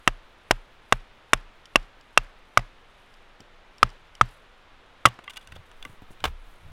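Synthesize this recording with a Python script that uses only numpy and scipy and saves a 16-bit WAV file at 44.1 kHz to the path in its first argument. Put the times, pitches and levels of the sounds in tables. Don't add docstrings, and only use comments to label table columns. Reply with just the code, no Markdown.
import sys
import numpy as np
from scipy import signal
from scipy.fft import rfft, irfft, next_fast_len
from scipy.io import wavfile
from scipy.ndimage import map_coordinates

SR = 44100
rng = np.random.default_rng(int(sys.argv[2]) if len(sys.argv) > 2 else 0)


def to_wav(sig):
    pcm = np.clip(np.atleast_2d(sig), -1, 1) * 32767
    pcm = np.round(pcm).astype(np.int16)
    wavfile.write(sys.argv[1], SR, pcm.T)


N = 296340
T = np.arange(SR // 2) / SR

# (time [s], baton pitch [Hz], blade depth [0-1], bite [dB], ring of the stick [dB])
BATON_BLOWS = [(.0760, 1275, 0, -2.5, -19.5), (0.5097, 964, 0.03, 1, -26.5), (.9241, 1152, 0.24, 0, -27),
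               (1.333, 1140, .26, 4, -23.5), (1.7574, 1156, 0.22, .5, -12.5), (2.175, 1244, .58, 3.5, -13),
               (2.5736, 1248, 0.53, 0, -31), (3.8296, 1266, 0.69, 2.5, -32.5),
               (4.212, 1267, 0.83, -4.5, -35), (5.0543, 1300, 1, -4, -35)]
# (time [s], level [dB])
SPLIT_CRACKS = [(5.0571, -17.5), (5.0599, -27), (5.0607, -45.5)]
# (time [s], level [dB])
DULL_LANDINGS = [(0.08, -28), (2.592, -36.5), (5.0713, -27.5), (5.1903, -42), (5.563, -47)]
# (time [s], relative level [dB])
BLADE_CREAKS = [(1.6559, -51.5), (2.0104, -60.5), (3.14, -63), (3.405, -53.5), (3.782, -56), (4.152, -51.5)]
# (time [s], duration [s], level [dB])
FIBRE_RIPS = [(5.055, .0032, -23), (5.068, 0.021, -42), (5.239, 0.0072, -53.5), (5.297, 0.013, -41.5),
              (5.334, 0.0088, -52), (5.36, 0.0094, -44), (5.371, 0.0057, -39), (5.41, 0.021, -55),
              (5.473, 0.0029, -50.5), (5.52, 0.0055, -49), (5.552, 0.009, -53), (5.565, 0.00081, -54),
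              (5.715, 0.00092, -58), (5.826, 0.0021, -44), (5.8506, 0.0012, -45.5), (6.2045, .001, -55)]
# (time [s], pitch [ratio], level [dB])
WOOD_CLACKS = [(5.058, 0.94, -14), (5.1895, 0.5, -46), (5.2783, 0.96, -35.5), (5.522, 0.89, -49.5),
               (5.714, 0.805, -54), (5.851, 0.96, -38.5), (6.203, 1.14, -54)]
# (time [s], level [dB])
SOFT_BUMPS = [(3.403, -46.5), (5.523, -53), (5.857, -45), (5.897, -47), (5.931, -53), (6.021, -43.5),
              (6.106, -46.5)]
# (time [s], duration [s], level [dB])
KNIFE_SKIDS = [(6.2405, 0.0013, -22), (6.2425, 0.0039, -29.5), (6.2514, 0.0059, -23.5),
               (6.266, 0.018, -38.5)]
# (peak time [s], half width [s], flap level [dB], rub level [dB])
TARP_SHIFTS = [(5.56, 0.071, -49, -44.5), (5.87, 0.16, -44.5, -64), (6.13, .12, -49, -71),
               (6.27, 0.058, -38, -40.5), (6.5, 0.077, -44, -61), (6.7, 0.11, -50, -48)]
# (peak time [s], half width [s], level [dB])
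ARM_MOVES = [(3.08, 0.21, -80.5), (4.33, 0.1, -69), (5.38, 0.11, -73.5), (5.68, 0.11, -78),
             (5.92, 0.069, -76), (6.124, 0.02, -64.5), (6.55, 0.23, -76)]

# (frequency [ratio to its pitch], level [dB], t60 [s])
BATON_MODES = [(1, 2.5, 0.015), (1.198, -5.5, 0.01)]
# (frequency [Hz], level [dB], t60 [s])
HANDLE_MODES = [(1854, 3, 0.0076), (2026, 3, 0.0046)]
# (frequency [Hz], level [dB], t60 [s])
BLADE_MODES = [(3054, -1.5, 0.013), (4814, -3, 0.015), (5500, -8, 0.021), (7500, -13.5, 0.022),
               (9500, -12, 0.0082)]
# (frequency [Hz], level [dB], t60 [s])
STICK_MODES = [(2715, 0, .018), (2540, -4, .011)]
# (frequency [Hz], level [dB], t60 [s])
LOOSE_MODES = [(1206, -1.5, 0.055), (1534, -3, 0.03), (2140, 9.5, 0.025), (2895, -2, .035),
               (3313, 0.5, 0.021)]
# (frequency [Hz], level [dB], t60 [s])
SCRAPED_MODES = [(1534, 4.5, .055), (2890, 4, .05), (3500, 1.5, .032), (4720, -5, .016), (6230, -5, .014)]
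# (frequency [Hz], level [dB], t60 [s])
PUSH_MODES = [(27.1, -12, 0.72), (64.8, -7, 0.25)]
# (frequency [Hz], level [dB], t60 [s])
LOG_MODES = [(73, -8.5, .1), (119.3, 0.5, 0.13), (182, -11, 0.1), (276, -12, 0.053)]
# (frequency [Hz], level [dB], t60 [s])
SWAY_MODES = [(29, 0, .26)]

# (frequency [Hz], level [dB])
KNOCK_SPECTRUM = [(60, -11), (160, -7.5), (280, -4.5), (400, -2), (620, 7.5), (900, 0.5), (1500, 8.5),
                  (2100, 0), (3300, -6.5), (4300, -27), (8000, -45)]
# (frequency [Hz], level [dB])
BODY_SPECTRUM = [(50, -16.5), (140, -4), (250, -4.5), (500, -3.5), (800, -10.5), (2000, -34.5)]
# (frequency [Hz], level [dB])
CRACK_SPECTRUM = [(1500, -2.5), (3000, 3), (3600, 3.5), (4300, -10), (5100, 0), (6500, -4), (9000, -8.5),
                  (12000, -17), (16000, -34.5)]
# (frequency [Hz], level [dB])
DULL_SPECTRUM = [(80, -6), (300, -3.5), (650, 2.5), (1100, 1), (1700, -3), (2700, -11.5), (4300, -22),
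                 (9000, -33), (16000, -48)]
# (frequency [Hz], level [dB])
FIBRE_SPECTRUM = [(300, -10.5), (1500, 0.5), (3400, 9.5), (4300, -4), (6000, -4), (9000, -6),
                  (12000, -13.5), (16000, -17)]
# (frequency [Hz], level [dB])
BUMP_SPECTRUM = [(25, -13), (90, 5.5), (250, 2.5), (450, -8), (900, -10.5), (4000, -36)]
# (frequency [Hz], level [dB])
SHAVE_SPECTRUM = [(100, -10.5), (300, -2.5), (550, 3), (1200, 4), (1800, -2), (3000, 0), (4500, -12.5),
                  (8000, -19.5), (15000, -27.5)]
# (frequency [Hz], level [dB])
ECHO_SPECTRUM = [(100, -2.5), (400, -4), (1300, 2.5), (2800, -4), (5000, -14), (10000, -30.5),
                 (16000, -39.5)]
# (frequency [Hz], level [dB])
FLAP_SPECTRUM = [(10, 10), (26, 6), (45, -17), (90, -45.5)]
# (frequency [Hz], level [dB])
RUB_SPECTRUM = [(30, -13), (68, 10), (110, 3), (170, -1.5), (350, -46), (1000, -63)]
# (frequency [Hz], level [dB])
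SLEEVE_SPECTRUM = [(2500, -20), (6000, -4), (8000, -3), (9700, 1), (11000, -5), (13000, -7), (16000, -18)]
# (frequency [Hz], relative spectral density [dB])
WOODS_SPECTRUM = [(12, -28), (20, 11), (33, -4), (107, -13), (163, -17.5), (248, -15), (277, -17),
                  (527, -13.5), (607, -14.5), (1290, -14), (2020, -17.5), (3630, -21.5), (4540, -30),
                  (8890, -44.5), (16000, -58)]

# (level at the top of the stick [dB], change to its foot [dB])
KNOCK_LAW, BODY_LAW, HANDLE_LAW, CRACK_LAW = (-13.5, -5.5), (-23.5, -19.5), (-18.5, 0), (-20.5, -2.2)
REBOUND_LAW, THUD_LAW, SWAY_LAW = (-37.5, -9.5), (-32, 5.5), (-25.5, -3.5)
RUMBLE_LAW, SWING_LAW = (-54.5, -14), (-75.5, -10)
STICK_USUAL_DB = -27
THUD_TRADE, HANDLE_TRADE, BATON_TRADE = 0.49, 0.3, 0.19
KNOCK_BITE, HANDLE_BITE = 0.26, 1.4


def baton_blows():
    out = np.zeros(N)
    for s, hz, depth, bite_db, stick_db in BATON_BLOWS:
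        excess_db = stick_db - STICK_USUAL_DB
        muting_db = 14.5 * np.exp(-depth / 0.21)
        baton_db = -10.5 - muting_db - BATON_TRADE * excess_db
        knock_db = at_depth(KNOCK_LAW, depth) + KNOCK_BITE * bite_db
        body_db = at_depth(BODY_LAW, depth)
        handle_db = at_depth(HANDLE_LAW, depth) + HANDLE_BITE * bite_db - HANDLE_TRADE * excess_db
        baton = ring(pitched(BATON_MODES, hz), scatter_db=1, rise_s=0.00054)
        knock = coloured(contact(t60=0.013, rough=0.97), KNOCK_SPECTRUM)
        body = coloured(contact(t60=0.021, rough=0.8), BODY_SPECTRUM)
        handle = ring(HANDLE_MODES, scatter_db=1, rise_s=0.0003)
        stick = ring(STICK_MODES, scatter_db=1, rise_s=0.0006)
        crack = coloured(tearing(0.00055, t60=0.014, spiky_db=8.5), CRACK_SPECTRUM)
        add(out, s, amp(baton_db) * baton + amp(knock_db) * knock + amp(body_db) * body)
        add(out, s + 0.00042, amp(handle_db) * handle + amp(stick_db) * stick)
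        add(out, s + 0.001012, amp(at_depth(CRACK_LAW, depth) + bite_db) * crack)
    for s, db in SPLIT_CRACKS:
        add(out, s, amp(db) * coloured(tearing(0.0024, t60=0.021, spiky_db=6), CRACK_SPECTRUM))
    return out


def rebounds(lag_s=0.0115, bounce_s=0.0055, loss_db=9.5):
    out = np.zeros(N)
    after_blows = [(s + lag_s, at_depth(REBOUND_LAW, depth)) for s, _, depth, _, _ in BATON_BLOWS]
    for s, db in after_blows + DULL_LANDINGS:
        for bounce in range(2):
            tap = coloured(contact(t60=0.012, rough=1.0), DULL_SPECTRUM)
            add(out, s + bounce * bounce_s, amp(db - bounce * loss_db) * tap)
    return out


def blade_creaks():
    out = np.zeros(N)
    settling = [(s + delay_s, -67.5 + 4 * rng.normal())
                for s, *_ in BATON_BLOWS for delay_s in rng.uniform(0.012, 0.1, size=2)]
    for s, db in BLADE_CREAKS + settling:
        slip = coloured(tearing(0.0011, t60=0.012, spiky_db=14), CRACK_SPECTRUM)
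        steel = ring(BLADE_MODES, scatter_db=2, rise_s=0.0004)
        add(out, s, amp(db + 1) * steel + amp(db - 3.5) * slip)
    return out


def fibre_rips(damping_db_per_s=456):
    out = np.zeros(N)
    for s, length_s, rasp_db in FIBRE_RIPS:
        snaps = tearing(length_s, t60=0.0073, spiky_db=8.5)
        response = ring(SCRAPED_MODES, scatter_db=2.5, rise_s=0.00013)
        piece = burst(signal.fftconvolve(snaps, response)[:len(T)])
        ring_db = rasp_db - 2 - damping_db_per_s * length_s
        add(out, s, amp(rasp_db) * coloured(snaps, FIBRE_SPECTRUM) + amp(ring_db) * piece)
    return out


def clatter():
    out = np.zeros(N)
    for s, pitch, db in WOOD_CLACKS:
        add(out, s, amp(db) * ring(pitched(LOOSE_MODES, pitch), scatter_db=4.5, rise_s=0.00037))
    for s, db in SOFT_BUMPS:
        add(out, s, amp(db) * coloured(contact(t60=0.083, rough=1.1), BUMP_SPECTRUM))
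    return out


def knife_stroke():
    out = np.zeros(N)
    for s, length_s, db in KNIFE_SKIDS:
        add(out, s, amp(db) * coloured(tearing(length_s, t60=0.029, spiky_db=6.5), SHAVE_SPECTRUM))
    add(out, 6.253, amp(-23.5) * ring(PUSH_MODES, scatter_db=1, rise_s=0.011))
    return out


def log_bed():
    out = np.zeros(N)
    for s, _, depth, _, stick_db in BATON_BLOWS:
        sway_db = at_depth(SWAY_LAW, depth)
        if s == BATON_BLOWS[-1][0]:
            sway_db -= 14
        thud_db = at_depth(THUD_LAW, depth) - THUD_TRADE * (stick_db - STICK_USUAL_DB)
        add(out, s + 0.0079, -amp(sway_db) * ring(SWAY_MODES, scatter_db=0, rise_s=0.0059))
        add(out, s + 0.0033, -amp(thud_db) * ring(LOG_MODES, scatter_db=3, rise_s=0.0013))
    return out


def trunk_echo(sound, t60=0.49, rise_s=0.01):
    arrivals = amp(-60 * T / t60) ** 2 * (1 - np.exp(-T / rise_s))
    power = signal.fftconvolve(sound ** 2, arrivals / arrivals.sum())[:N]
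    return np.sqrt(np.abs(power)) * noise(ECHO_SPECTRUM)


def tarp_and_ground():
    rumbles = [(s + 0.23, 0.065, at_depth(RUMBLE_LAW, depth)) for s, _, depth, _, _ in BATON_BLOWS]
    flaps = [(s, width, db) for s, width, db, _ in TARP_SHIFTS]
    rubs = [(s, width, db) for s, width, _, db in TARP_SHIFTS]
    flap_gain = amp(-68) + swells(rumbles + flaps)
    return flap_gain * noise(FLAP_SPECTRUM) + swells(rubs) * noise(RUB_SPECTRUM)


def sleeve(rest_db=-87.5, handling_db=-83.5):
    swings = [(s + 0.005, 0.13, at_depth(SWING_LAW, depth)) for s, _, depth, _, _ in BATON_BLOWS]
    after_split = np.arange(N) / SR > BATON_BLOWS[-1][0]
    motion = amp(np.where(after_split, handling_db, rest_db)) + swells(swings + ARM_MOVES)
    grain_db = 1.3 * wobble(18) + 2.8 * wobble(140)
    return motion * amp(grain_db) * noise(SLEEVE_SPECTRUM)


def woods():
    return amp(-54) * noise(WOODS_SPECTRUM)


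def ring(modes, scatter_db, rise_s):
    sound = sum(amp(db + scatter_db * rng.normal() - 60 * T / t60) * np.sin(2 * np.pi * hz * T)
                for hz, db, t60 in modes)
    return burst(sound * (1 - np.exp(-T / rise_s)))


def pitched(modes, ratio):
    return [(hz * ratio, db, t60) for hz, db, t60 in modes]


def contact(t60, rough):
    crunch = rng.standard_normal(len(T)) * amp(-60 * T / t60) * (1 - np.exp(-T / 0.00072))
    return burst(signal.unit_impulse(len(T))) + rough * burst(crunch)


def tearing(length_s, t60, spiky_db):
    snaps = rng.standard_normal(len(T)) * amp(spiky_db * rng.standard_normal(len(T)))
    return snaps * amp(-60 * np.maximum(T - length_s, 0) / t60)


def coloured(force, spectrum):
    size = 2 * len(T)
    cepstrum = irfft(np.log(bin_gains(spectrum, size)))
    cepstrum[1:size // 2] *= 2
    cepstrum[size // 2 + 1:] = 0
    transfer = np.exp(rfft(cepstrum))
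    return burst(irfft(rfft(force, size) * transfer)[:len(T)])


def noise(spectrum):
    size = next_fast_len(N + 8192)
    white = rng.standard_normal(size)
    shaped = irfft(rfft(white) * bin_gains(spectrum, size), size)[:N]
    return shaped / np.std(shaped)


def bin_gains(spectrum, size):
    hz, db = np.transpose(spectrum)
    bin_hz = np.fft.rfftfreq(size, 1 / SR)
    return amp(np.interp(np.log(bin_hz + 1), np.log(hz), db))


def swells(moves):
    t = np.arange(N) / SR
    return sum(amp(db) * np.exp(-2 * ((t - s) / width) ** 2) for s, width, db in moves)


def wobble(rate_hz):
    knots = rng.standard_normal(int(N * rate_hz / SR) + 4)
    return map_coordinates(knots, [np.arange(N) * rate_hz / SR])


def at_depth(law, depth):
    top_db, change_db = law
    return top_db + change_db * depth


def burst(event, window_s=0.01):
    return event / np.sqrt(np.sum(event ** 2) / (window_s * SR) + 1e-20)


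def amp(db):
    return 10 ** (np.asarray(db) / 20)


def add(track, s, event):
    start = max(round(s * SR), 0)
    part = track[start:start + len(event)]
    part += event[:len(part)]


def scene():
    work = baton_blows() + rebounds() + blade_creaks() + fibre_rips() + clatter() + knife_stroke()
    echo = amp(-33.5) * trunk_echo(work)
    return (work + echo + log_bed() + tarp_and_ground() + sleeve() + woods())[None]


def record(dry):
    clipped = dry / (1 + np.abs(dry) ** 8) ** (1 / 8)
    size = next_fast_len(N + SR // 2)
    cutoff_hz = 16100
    lowpass = 1 / np.sqrt(1 + (np.fft.rfftfreq(size, 1 / SR) / cutoff_hz) ** 160)
    return irfft(rfft(clipped, size) * lowpass, size)[:, :N]


dry = scene()
out = record(dry)
to_wav(out)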